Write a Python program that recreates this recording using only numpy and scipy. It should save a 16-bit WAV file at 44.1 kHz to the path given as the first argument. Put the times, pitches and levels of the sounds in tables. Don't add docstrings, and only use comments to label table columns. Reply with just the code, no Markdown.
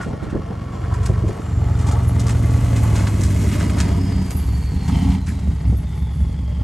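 import sys
import numpy as np
from scipy import signal
from scipy.fft import rfft, irfft
from scipy.io import wavfile
from scipy.ndimage import uniform_filter1d

SR = 44100
rng = np.random.default_rng(int(sys.argv[2]) if len(sys.argv) > 2 else 0)


def put_to_file(sound):
    columns = np.atleast_2d(sound).T
    safe = np.clip(columns, -1, 1)
    whole_steps = np.round(safe * 32767)
    wavfile.write(sys.argv[1], SR, whole_steps.astype(np.int16))


N = 292383
TIME = np.arange(N) / SR
FREQ = np.fft.rfftfreq(N, 1 / SR) + 1e-3

# (start [s], end [s], attack [s])
PRESSES = [(0.76, 1.28, 0.16), (1.45, 4.21, 0.11), (3.3, 4.27, 0.25), (4.76, 5.14, 0.18)]
RELEASE_S = 0.07
# (frequency [Hz], width [Hz], lift [dB])
PANEL_RINGS = [(373, 14, -3), (446, 33, 6), (593, 18, 5.5), (674, 44, 4), (692, 26, 6.5), (1120, 32, 6),
               (847, 105, 4.5), (1950, 310, 0), (4230, 97, 6), (9400, 120, -0.5)]
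NEAREST_M = 4.67
CLATTER_BAND = (650, 2400)


def undb(db):
    return 10 ** (np.asarray(db) / 20)


def curves(table):
    s, *columns = np.transpose(table)
    return [np.interp(TIME, s, c) for c in columns]


def over_hz(points):
    hz, value = np.transpose(points)
    return np.interp(np.log(FREQ), np.log(hz), value)


def lift(hz, modes):
    return sum(db / (1 + (2 * (hz - f) / width) ** 2) for f, width, db in modes)


def colour(x, db, band):
    spectrum = rfft(x) * undb(db)
    inside = (FREQ > band[0]) & (FREQ < band[1])
    return irfft(spectrum, N) / irfft(spectrum * inside, N).std()


def walk(rate):
    y = irfft(rfft(rng.standard_normal(N)) * np.exp(-(FREQ / rate) ** 2), N)
    return y / y.std()


def grains(rate, spread_db):
    size = undb(spread_db * np.minimum(rng.exponential(size=N), 5))
    y = (rng.random(N) < rate / SR) * size * rng.standard_normal(N)
    return y / y.std()


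def burst(start, rise, decay):
    age = np.maximum(TIME - start, 0)
    return np.minimum(age / rise, 1) * np.exp(-np.maximum(age - rise, 0) / max(decay, 1e-3))


def swell(start, length):
    return np.sin(np.pi * np.clip((TIME - start) / length, 0, 1))


def held(start, end, attack, release):
    rising = (TIME - start) / attack
    falling = 1 - (TIME - end) / release
    return np.clip(np.minimum(rising, falling), 0, 1)


def whistle(hz, width_hz):
    phase = 2 * np.pi * np.cumsum(hz * np.ones(N)) / SR
    return walk(width_hz) * np.cos(phase) + walk(width_hz) * np.sin(phase)


def distance():
    nearest_s, approach_m_s, coast_s = 3.004, 3.75, 2.38
    since = TIME - nearest_s
    coasting = coast_s * (1 - np.exp(-np.maximum(since, 0) / coast_s))
    travel_s = np.minimum(since, 0) + coasting
    return np.hypot(NEAREST_M, approach_m_s * travel_s)


def revving():
    return held(*PRESSES[-1], RELEASE_S)


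def levels(cycle_hz, aspect):
    # (front [dB], flank [dB], rear [dB], change per doubling of distance [dB])
    lope_level = (-23.5, -20, -18, -4.5)
    overtone_level = (-30.5, -28, -25, -6)
    clatter_level = (-35.5, -42, -41, -1.5)
    hiss_level = (-40, -36.5, -41.5, -20.5)
    # (lope [dB, scaled by effort], overtones [dB], clatter [dB], snow hiss [dB])
    press_db = [(6, 2, -2.5, 1.5), (7, 3.5, 0, -3), (-4.5, 0.5, 2.5, 2.5), (8, 9.5, 8, 7)]
    # (crest [s], lope [dB], overtones [dB])
    idle_surges = [(5.3, 1.5, 4), (5.51, 2.5, 5.5), (5.72, 6, 3.5), (6.22, 6.5, 4.5)]
    # (start [s], length [s], swell of the clatter layer [dB])
    blade_shoves = [(-0.04, 0.066, 11.5), (0.705, 0.55, 4), (1.827, 0.17, 2), (2.66, 0.41, 2),
                    (3.452, 0.76, 4.5)]
    overrun_s, overrun_db = 0.15, -3.5
    surge_s, sag_share = 0.13, 0.17
    tail_on_s, tail_fade_db_per_s = 4.3, -2

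    doublings = np.log2(distance() / NEAREST_M)
    lope, overtones, knock, hiss = (
        np.interp(aspect, np.arange(3), sides) + falloff * doublings
        for *sides, falloff in (lope_level, overtone_level, clatter_level, hiss_level))
    effort = (cycle_hz / 9.88) ** 2.74
    for (start, end, attack), (lope_db, overtone_db, clatter_db, hiss_db) in zip(PRESSES, press_db):
        pedal = held(start, end, attack, RELEASE_S)
        lope += lope_db * pedal * effort
        lope += overrun_db * swell(end, overrun_s)
        overtones += overtone_db * pedal
        knock += clatter_db * pedal
        hiss += hiss_db * pedal
    for crest, lope_db, overtone_db in idle_surges:
        surge = swell(crest - surge_s / 2, surge_s)
        sag = sag_share * swell(crest + surge_s / 2, surge_s)
        lope += lope_db * (surge - sag)
        overtones += overtone_db * surge
    knock += tail_fade_db_per_s * np.maximum(TIME - tail_on_s, 0)
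    knock += sum(db * swell(start, length) for start, length, db in blade_shoves)
    return lope, overtones, knock, hiss


def gusts():
    # (time [s], level before trim [dB], left minus right [dB], decay [s])
    puffs = [(0.062, -28, 0.5, 0.043), (0.132, -27.5, 0, 0.01), (0.226, -32, -19, 0.012),
             (0.268, -31.5, -1, 0.032), (0.325, -24, -1, 0.015), (0.345, -24.5, 1, 0.0092),
             (0.354, -26.5, -2, 0.027), (0.383, -37, -2, 0.022), (0.502, -32, -1, 0.024),
             (1.096, -22, -1, 0.017), (1.238, -25.5, -1, 0.017), (1.278, -29.5, -3, 0.0076),
             (1.291, -22, 1, 0.0097), (1.395, -27, 0, 0.0087), (5.472, -32.5, -4, 0.01),
             (5.499, -36, -3, 0.008), (5.723, -25.5, 0, 0.013)]
    # (frequency [Hz], level [dB per Hz, relative])
    wind_colour = [(40, 10), (100, 9.5), (170, 15), (260, 7.5), (460, 2.5), (650, -5.5), (1100, -20),
                   (2500, -80), (8000, -70)]
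    both, left, right = (colour(rng.standard_normal(N), over_hz(wind_colour), (250, 700)) for _ in range(3))
    air = both + .5 * np.array([left, right])
    strength = 0
    for s, db, pan, decay in puffs:
        port_db = db - 1.0 + np.array([[pan], [-pan]]) / 2
        strength = strength + undb(port_db) * burst(s - .001, 0.0031, decay)
    return air * strength


def squeals():
    # (start [s], end [s], first pitch [Hz], last pitch [Hz], level [dB])
    glides = [(5.65, 6.278, 10250, 10930, -59.5), (5.903, 6.287, 10400, 10220, -62)]
    glide_s = 0.13
    out = 0
    for start, end, first_hz, last_hz, db in glides:
        hz = last_hz + (first_hz - last_hz) * np.exp(-np.maximum(TIME - start, 0) / glide_s)
        out = out + undb(db) * held(start, end, 0.034, 0.06) * whistle(hz, width_hz=18)
    return out


def squeaks():
    # (time [s], peak [dB], pitch [Hz], decay [s])
    chirps = [(2.079, -30, 11020, 0.016), (2.4528, -37, 11000, 0.016), (2.8339, -37, 11200, 0.02),
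              (3.5324, -34, 11700, 0.02), (4.3005, -37, 11240, 0.17), (4.366, -28.5, 11350, 0.032),
              (4.575, -44, 11350, 0.013), (5.2853, -38, 11000, 0.024), (5.7705, -38, 11300, 0.017)]
    waver = np.cumsum(200 * walk(405)) / SR
    out = 0
    for s, db, hz, decay in chirps:
        tone = np.sin(2 * np.pi * (hz * TIME + waver))
        out = out + undb(db) * burst(s - .002, .004, decay) * tone
    return out


def knocks(rate, length, centre_hz):
    ring_cycles, spread_db, spread_oct = 3.5, 3, 0.24
    age = np.arange(SR // 30) / SR
    span = int(max(length, .005) * SR)
    out = np.zeros(span + len(age))
    chance = np.random.default_rng(rng.integers(2 ** 32))
    for i in range(int(rate * span / SR) + 1):
        late, pitch, size = chance.random(), chance.normal(), chance.normal()
        hz = centre_hz * 2 ** (spread_oct * pitch)
        at = min(int((i + late) / rate * SR), span)
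        ring = np.exp(-age * hz / ring_cycles) * np.sin(2 * np.pi * hz * age)
        out[at:at + len(age)] += undb(spread_db * size) * ring
    return out / np.sqrt(np.sum(out ** 2) / span)


def rattles():
    # (start [s], length [s], level [dB], centre pitch [Hz])
    loud_runs = [(-0.01, 0.062, -34, 1380), (0.05, 0.086, -41.5, 865), (0.202, 0.17, -43.5, 1350),
                 (0.462, 0.079, -46, 1210), (0.506, 0.018, -35, 780), (0.684, 0.052, -45, 1070),
                 (0.722, 0.02, -41, 750), (0.811, 0.057, -42.5, 1215), (0.91, 0.046, -37, 1060),
                 (1.03, 0.047, -39, 1230), (1.13, 0.031, -42.5, 1670), (1.089, 0.22, -43, 460),
                 (1.852, 0.18, -37, 940), (2.262, 0.02, -37, 1080), (2.832, 0.02, -33, 1100),
                 (2.91, 0.087, -37.5, 980), (3.037, 0.066, -36.5, 990), (3.385, 0.068, -35, 447),
                 (3.599, 0.031, -39.5, 1470), (3.66, 0.017, -33, 427), (3.772, 0.048, -39, 1500),
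                 (3.884, 0.02, -32.5, 448), (4.881, 0.02, -33, 945), (5.268, 0.038, -40.5, 1740)]
    # (start [s], end [s], level at the nearest point [dB], centre pitch [Hz])
    loose_chatter = (0.8, 4.0, -45.5, 960)

    def place(start, run):
        return np.interp(TIME, start + np.arange(len(run)) / SR, run, left=0, right=0)

    start, end, db, hz = loose_chatter
    chatter = place(start, knocks(70, end - start, hz))
    out = chatter * undb(db) * np.sqrt(NEAREST_M / distance())
    for s, length, db, hz in loud_runs:
        out = out + undb(db) * place(s, knocks(360, length, hz))
    return out


def snow(level_db):
    # (frequency [Hz], level [dB per Hz, relative])
    hiss_colour = [(900, 7.5), (2300, 8), (3500, 2), (5000, -2), (6500, 5.5), (8200, 4), (10300, 0.5),
                   (11500, 8), (13000, -9), (15500, 1)]
    # (time [s], level before trim [dB], low crackle against crisp grains [dB], decay [s])
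    clods = [(0.0094, -34, 2.5, 0.051), (0.2244, -44, 7.5, 0.045), (0.295, -43, 7, 0.034),
             (0.9383, -34, 2, 0.021), (1.0301, -31.5, 1, 0.018), (1.058, -23, -4, 0.017),
             (1.279, -33, 1, 0.021), (1.7886, -29.5, -4, 0.041), (1.87, -24, -5, 0.021),
             (1.914, -26, -6, 0.017), (2.196, -20.5, -22, 0.015), (2.2655, -25, -7, 0.029),
             (2.292, -23.5, -5, 0.025), (2.76, -23.5, -1, 0.022), (2.955, -22.5, 0.5, 0.025),
             (2.989, -29, 0, 0.048), (3.07, -24.5, 4.5, 0.011), (3.2113, -20, -16, 0.0074),
             (3.234, -20, -11, 0.029), (3.5157, -27, 3.5, 0.048), (3.598, -29, 5.5, 0.032),
             (3.699, -26, 0, 0.007), (3.781, -25.5, 3.5, 0.045), (3.803, -13, -11, 0.0072),
             (4.307, -21, -8, 0.011), (4.878, -29.5, 0, 0.021), (5.2619, -29, -4, 0.049),
             (5.393, -36, -4, 0.011)]
    rise_share = 0.16
    crisp_colour = [(2000, 4.5), (4500, 9.0), (7600, 13.0), (10500, 5.5), (15000, -1)]
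    crackle_colour = [(300, -18), (900, -5), (1500, 2), (2200, -1), (4000, -9), (8000, -26)]

    hiss_tone = over_hz(hiss_colour) + lift(FREQ, PANEL_RINGS)
    hiss = colour(grains(rate=9000, spread_db=-0.5), hiss_tone, (5500, 9500))
    out = hiss * undb(level_db - 2.0 + 1.26 * walk(47))
    crisp = colour(grains(rate=6000, spread_db=3.2), over_hz(crisp_colour), (4000, 12000))
    crackle = colour(grains(rate=4000, spread_db=2.4), over_hz(crackle_colour), CLATTER_BAND)
    for s, db, low_db, decay in clods:
        crumble = burst(s - .002, rise_share * decay, decay)
        out = out + undb(db - 10.5) * crumble * (crisp + undb(low_db) * crackle)
    return out


def buzzes():
    # (start [s], end [s], pitch [Hz], width [Hz], level [dB])
    sheet_rings = [(4.94, 5.11, 715, 40, -43), (4.9, 5.09, 3020, 260, -49)]
    return sum(undb(db) * held(start, end, 0.026, 0.03) * whistle(hz, width)
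               for start, end, hz, width, db in sheet_rings)


def turbo():
    # (start [s], end [s], level [dB])
    load_whistles = [(0.68, 1.05, -61.5), (1.4, 1.78, -58)]
    # (time [s], pitch before waver [Hz], level before flutter [dB])
    run_down = [(3.3, 5700, -70), (3.45, 5550, -51), (3.9, 5100, -56), (4.08, 4990, -48), (4.36, 4700, -54),
                (4.55, 4450, -50), (4.82, 4300, -50), (5.15, 4100, -57), (5.42, 3900, -56),
                (5.66, 3680, -67), (5.95, 3500, -56), (6.25, 3450, -59), (6.63, 3140, -56)]
    load = sum(undb(db) * held(start, end, 0.037, .1) for start, end, db in load_whistles)
    loaded = whistle(7340, width_hz=89) * load
    hz, db = curves(run_down)
    whine = whistle(hz * (1 + 0.006 * walk(8.6)), width_hz=185)
    return loaded + whine * undb(db + 1.4 * walk(31))


def clatter(turns, aspect, level_db):
    # (frequency [Hz], front, flank, rear, revving [each dB per Hz, relative])
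    clatter_colour = [(167, 32, 38.5, -9, -9), (354, 11.5, 13.5, 13.5, 6.5), (412, 7, 3.5, 5, -4),
                      (620, 5.5, 5, 0.5, -4), (760, 0, -19, 2, 1), (1280, 2, -0.5, -2, -5.5),
                      (1540, -4.5, -17, -8.5, -19), (2095, -5.5, 0.5, -1.5, -2),
                      (2490, -13.5, -20, -12, -14), (3120, -10.5, -15, -7, -7),
                      (4060, -19.5, -21, -18, -19), (4640, -16.5, -11.5, -8.5, -12),
                      (7900, -26, -31, -38, -30)]
    knock = 1 + .8 * np.exp(-(8 * turns % 1) / .35)
    lope = 1 + .18 * np.cos(2 * np.pi * 4 * turns)
    drive = knock * lope * grains(rate=6000, spread_db=0.8) * undb(1.0 * walk(13.4))
    low_cut = over_hz([(100, -24), (260, -9), (380, 0)])
    rev = revving()
    shares = [(1 - rev) * np.maximum(1 - abs(np.minimum(aspect, 2) - side), 0) for side in range(3)]
    shares.append(rev)
    out = 0
    for side, share in enumerate(shares):
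        side_colour = [(hz, db[side]) for hz, *db in clatter_colour]
        tone = over_hz(side_colour) + lift(FREQ, PANEL_RINGS) + low_cut
        out = out + share * colour(drive, tone, CLATTER_BAND)
    return out * undb(level_db - 1.48)


def exhaust(cycle_hz, turns, aspect, lope_db, overtone_db):
    # (multiple of the cycle rate, front [dB], flank and rear [dB], idling [dB], revving [dB])
    pipe_tones = [(5, -2, -9, -30, -18), (6, -23, -19, -40, -24), (7, -1, -3, -22, -10),
                  (8, -7, -2, -17, -2), (9, -4, -4, -13, -5), (10, -17, -18, -15, -18), (11, 0, 0, -18, 0),
                  (12, -12, -30, 0, -24), (13, -7, -8, -18, -9), (14, -22, -26, -9, -19),
                  (15, -25, -11, -29, -12), (16, -8, -12, -12, -13), (17, -34, -15, -24, -18),
                  (18, -13, -16, -13, -20), (19, -26, -5, -28, -11), (20, -25, -12, -19, -12),
                  (21, -25, -18, -20, -10), (22, -17, -14, -18, -10), (23, -21, -12, -18, -10),
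                  (24, -28, -6, -25, -7), (25, -36, -20, -15, -16), (26, -18, -20, -16, -12),
                  (27, -28, -23, -16, -17), (28, -38, -25, -11, -17), (29, -27, -25, -16, -19),
                  (30, -34, -24, -11, -15), (31, -33, -24, -18, -17), (32, -39, -16, -21, -19),
                  (33, -36, -22, -18, -23), (34, -35, -17, -37, -20), (35, -37, -23, -27, -16),
                  (36, -38, -24, -27, -27), (37, -26, -27, -31, -31), (38, -36, -41, -22, -20),
                  (39, -31, -31, -20, -23), (40, -29, -30, -23, -30), (41, -30, -24, -27, -40),
                  (42, -32, -24, -26, -32), (43, -32, -25, -30, -33), (44, -38, -30, -42, -35)]
    # (frequency [Hz], width [Hz], lift [dB])
    cabin_modes = [(72, 24, 5), (110, 28, 9), (133, 12, -5), (189, 11, 10), (211, 14, -5), (233, 12, 7),
                   (271, 15, 12), (355, 25, 4)]
    # (front, flank and rear, idling, revving [each dB])
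    lope_rough_db = [-17, -18, -14, -20]
    overtone_rough_db = [-22, -21, -8, -22]
    rumble_colour = [(18, -40), (32, -18), (48, -2), (65, 0), (90, -3), (125, -6), (170, -22), (500, -70)]
    burble_colour = [(90, 4.5), (150, -3.5), (200, -13), (280, -7.0), (330, -18.5), (500, -29), (1500, -73)]
    idle_below_hz, phase_spread = 7.3, .88

    slots = np.array([0, 2, 3, 5, 1.3, 4.3, 6.3, 7.3]) / 8
    bank = np.repeat([1, .5], 4)
    throttle = np.max([held(*press, RELEASE_S) for press in PRESSES], axis=0)
    idling = np.clip(idle_below_hz - cycle_hz, 0, 1) * (1 - throttle)
    state = np.clip(aspect, 0, 1) + idling
    rev = revving()

    def facing(db):
        return (1 - rev) * np.interp(state, np.arange(3), db[:-1]) + rev * db[-1]

    lope, overtones = np.zeros(N), np.zeros(N)
    for k, *tone_db in pipe_tones:
        hz = k * cycle_hz
        phase = np.angle(np.sum(bank * np.exp(-2j * np.pi * k * slots)))
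        phase -= phase_spread * k ** 2
        waver_db = np.interp(TIME, np.linspace(0, TIME[-1], 24), rng.normal(0, 1.1, 24))
        gain = undb(facing(tone_db) + lift(hz, cabin_modes) + waver_db)
        line = gain * np.cos(2 * np.pi * k * turns + phase)
        upper = np.clip((hz - 130) / 20, 0, 1)
        lope += line * (1 - upper)
        overtones += line * upper

    firings = np.diff(np.floor(8 * turns), prepend=0) * rng.standard_normal(N)
    rumble = colour(firings, over_hz(rumble_colour), (35, 135))
    burble = colour(firings, over_hz(burble_colour) + lift(FREQ, cabin_modes), (145, 320))
    out = 0
    for lines, scatter, rough_db, db in ((lope, rumble, lope_rough_db, lope_db),
                                         (overtones, burble, overtone_rough_db, overtone_db)):
        rough = undb(facing(rough_db))
        clean = lines / np.sqrt(uniform_filter1d(lines ** 2, size=SR // 4))
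        out = out + undb(db) * (clean + rough * scatter) / np.hypot(1, rough)
    return out


def ports(x):
    # (frequency [Hz], lead of the left [radians])
    port_phase = [(60, .03), (250, .25), (450, .8), (680, 1.6), (790, .6), (900, -.7), (1100, -.2),
                  (1500, 0), (4100, -.05), (4900, -1.1), (5400, .3), (7000, 0), (8200, -.7), (10000, -1.6),
                  (11700, -2.3), (12800, -3.1)]
    # (frequency [Hz], left minus right [dB])
    port_balance = [(60, -.3), (270, -1), (420, 1.5), (600, 5.5), (850, 1.5), (1200, 0)]
    # (frequency [Hz], level [dB])
    echo_level = [(250, -40), (500, -7), (3000, -7), (12000, -7)]
    # (frequency [Hz], level [dB])
    scatter_level = [(60, -42), (125, -26), (250, -22), (480, -6), (750, -5), (1100, -12), (1600, -40),
                     (3800, -38), (4800, -6), (6500, -26), (8500, -10), (15000, -10)]
    sign = np.array([[1], [-1]])
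    direct = np.exp(.5j * over_hz(port_phase) * sign) * undb(over_hz(port_balance) * sign / 2)
    echo, scatter = undb(over_hz(echo_level)), undb(over_hz(scatter_level))
    place = np.linspace(0, 7, N)
    decays = np.array([burst(.001, .001, .006), burst(.001, .001, .02)])
    out = 0
    for k in range(8):
        tails = rng.standard_normal((2, N)) * decays
        shared, apart = rfft(tails / np.linalg.norm(tails, axis=1, keepdims=True))
        ripple = (1 + echo * shared) / np.hypot(1, echo)
        nearby = x * np.maximum(1 - abs(place - k), 0)
        out = out + rfft(nearby) * (direct * ripple + sign * apart * scatter)
    return irfft(out, N)


def scene():
    # (time [s], four-stroke cycles per second [Hz])
    engine_speed = [(0, 11.33), (0.7, 11.33), (1.05, 11.84), (1.5, 11.22), (1.85, 11.08), (2.25, 10.6),
                    (2.67, 10.58), (3.12, 9.18), (3.4, 9.06), (3.78, 9.01), (4.05, 8.44), (4.27, 7.64),
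                    (4.42, 5.42), (4.72, 5.3), (4.87, 6.72), (5.0, 7.59), (5.17, 7.98), (5.55, 5.37),
                    (6.63, 5.56)]
    # (time [s], side [0 front, 1 flank, 2 rear])
    side_heard = [(0, -0.39), (2.55, 0.17), (3.15, 0.39), (3.9, 1.94)]
    cycle_hz, = curves(engine_speed)
    aspect, = curves(side_heard)
    lope_db, overtone_db, clatter_db, snow_db = levels(cycle_hz, aspect)
    turns = np.cumsum(cycle_hz) / SR
    blade = snow(snow_db) + rattles() + squeaks() + squeals()
    engine = clatter(turns, aspect, clatter_db) + turbo() + buzzes()
    engine = engine + exhaust(cycle_hz, turns, aspect, lope_db, overtone_db)
    edges = np.clip(np.minimum(TIME, TIME[-1] - TIME) / .006, 0, 1)
    return ports((blade + engine) * edges) + gusts()


def record(dry):
    thinned = signal.sosfilt(signal.butter(4, 33, "high", fs=SR, output="sos"), dry)
    return signal.sosfilt(signal.ellip(8, .2, 70, 15700, fs=SR, output="sos"), thinned)


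dry = scene()
out = record(dry)
put_to_file(out)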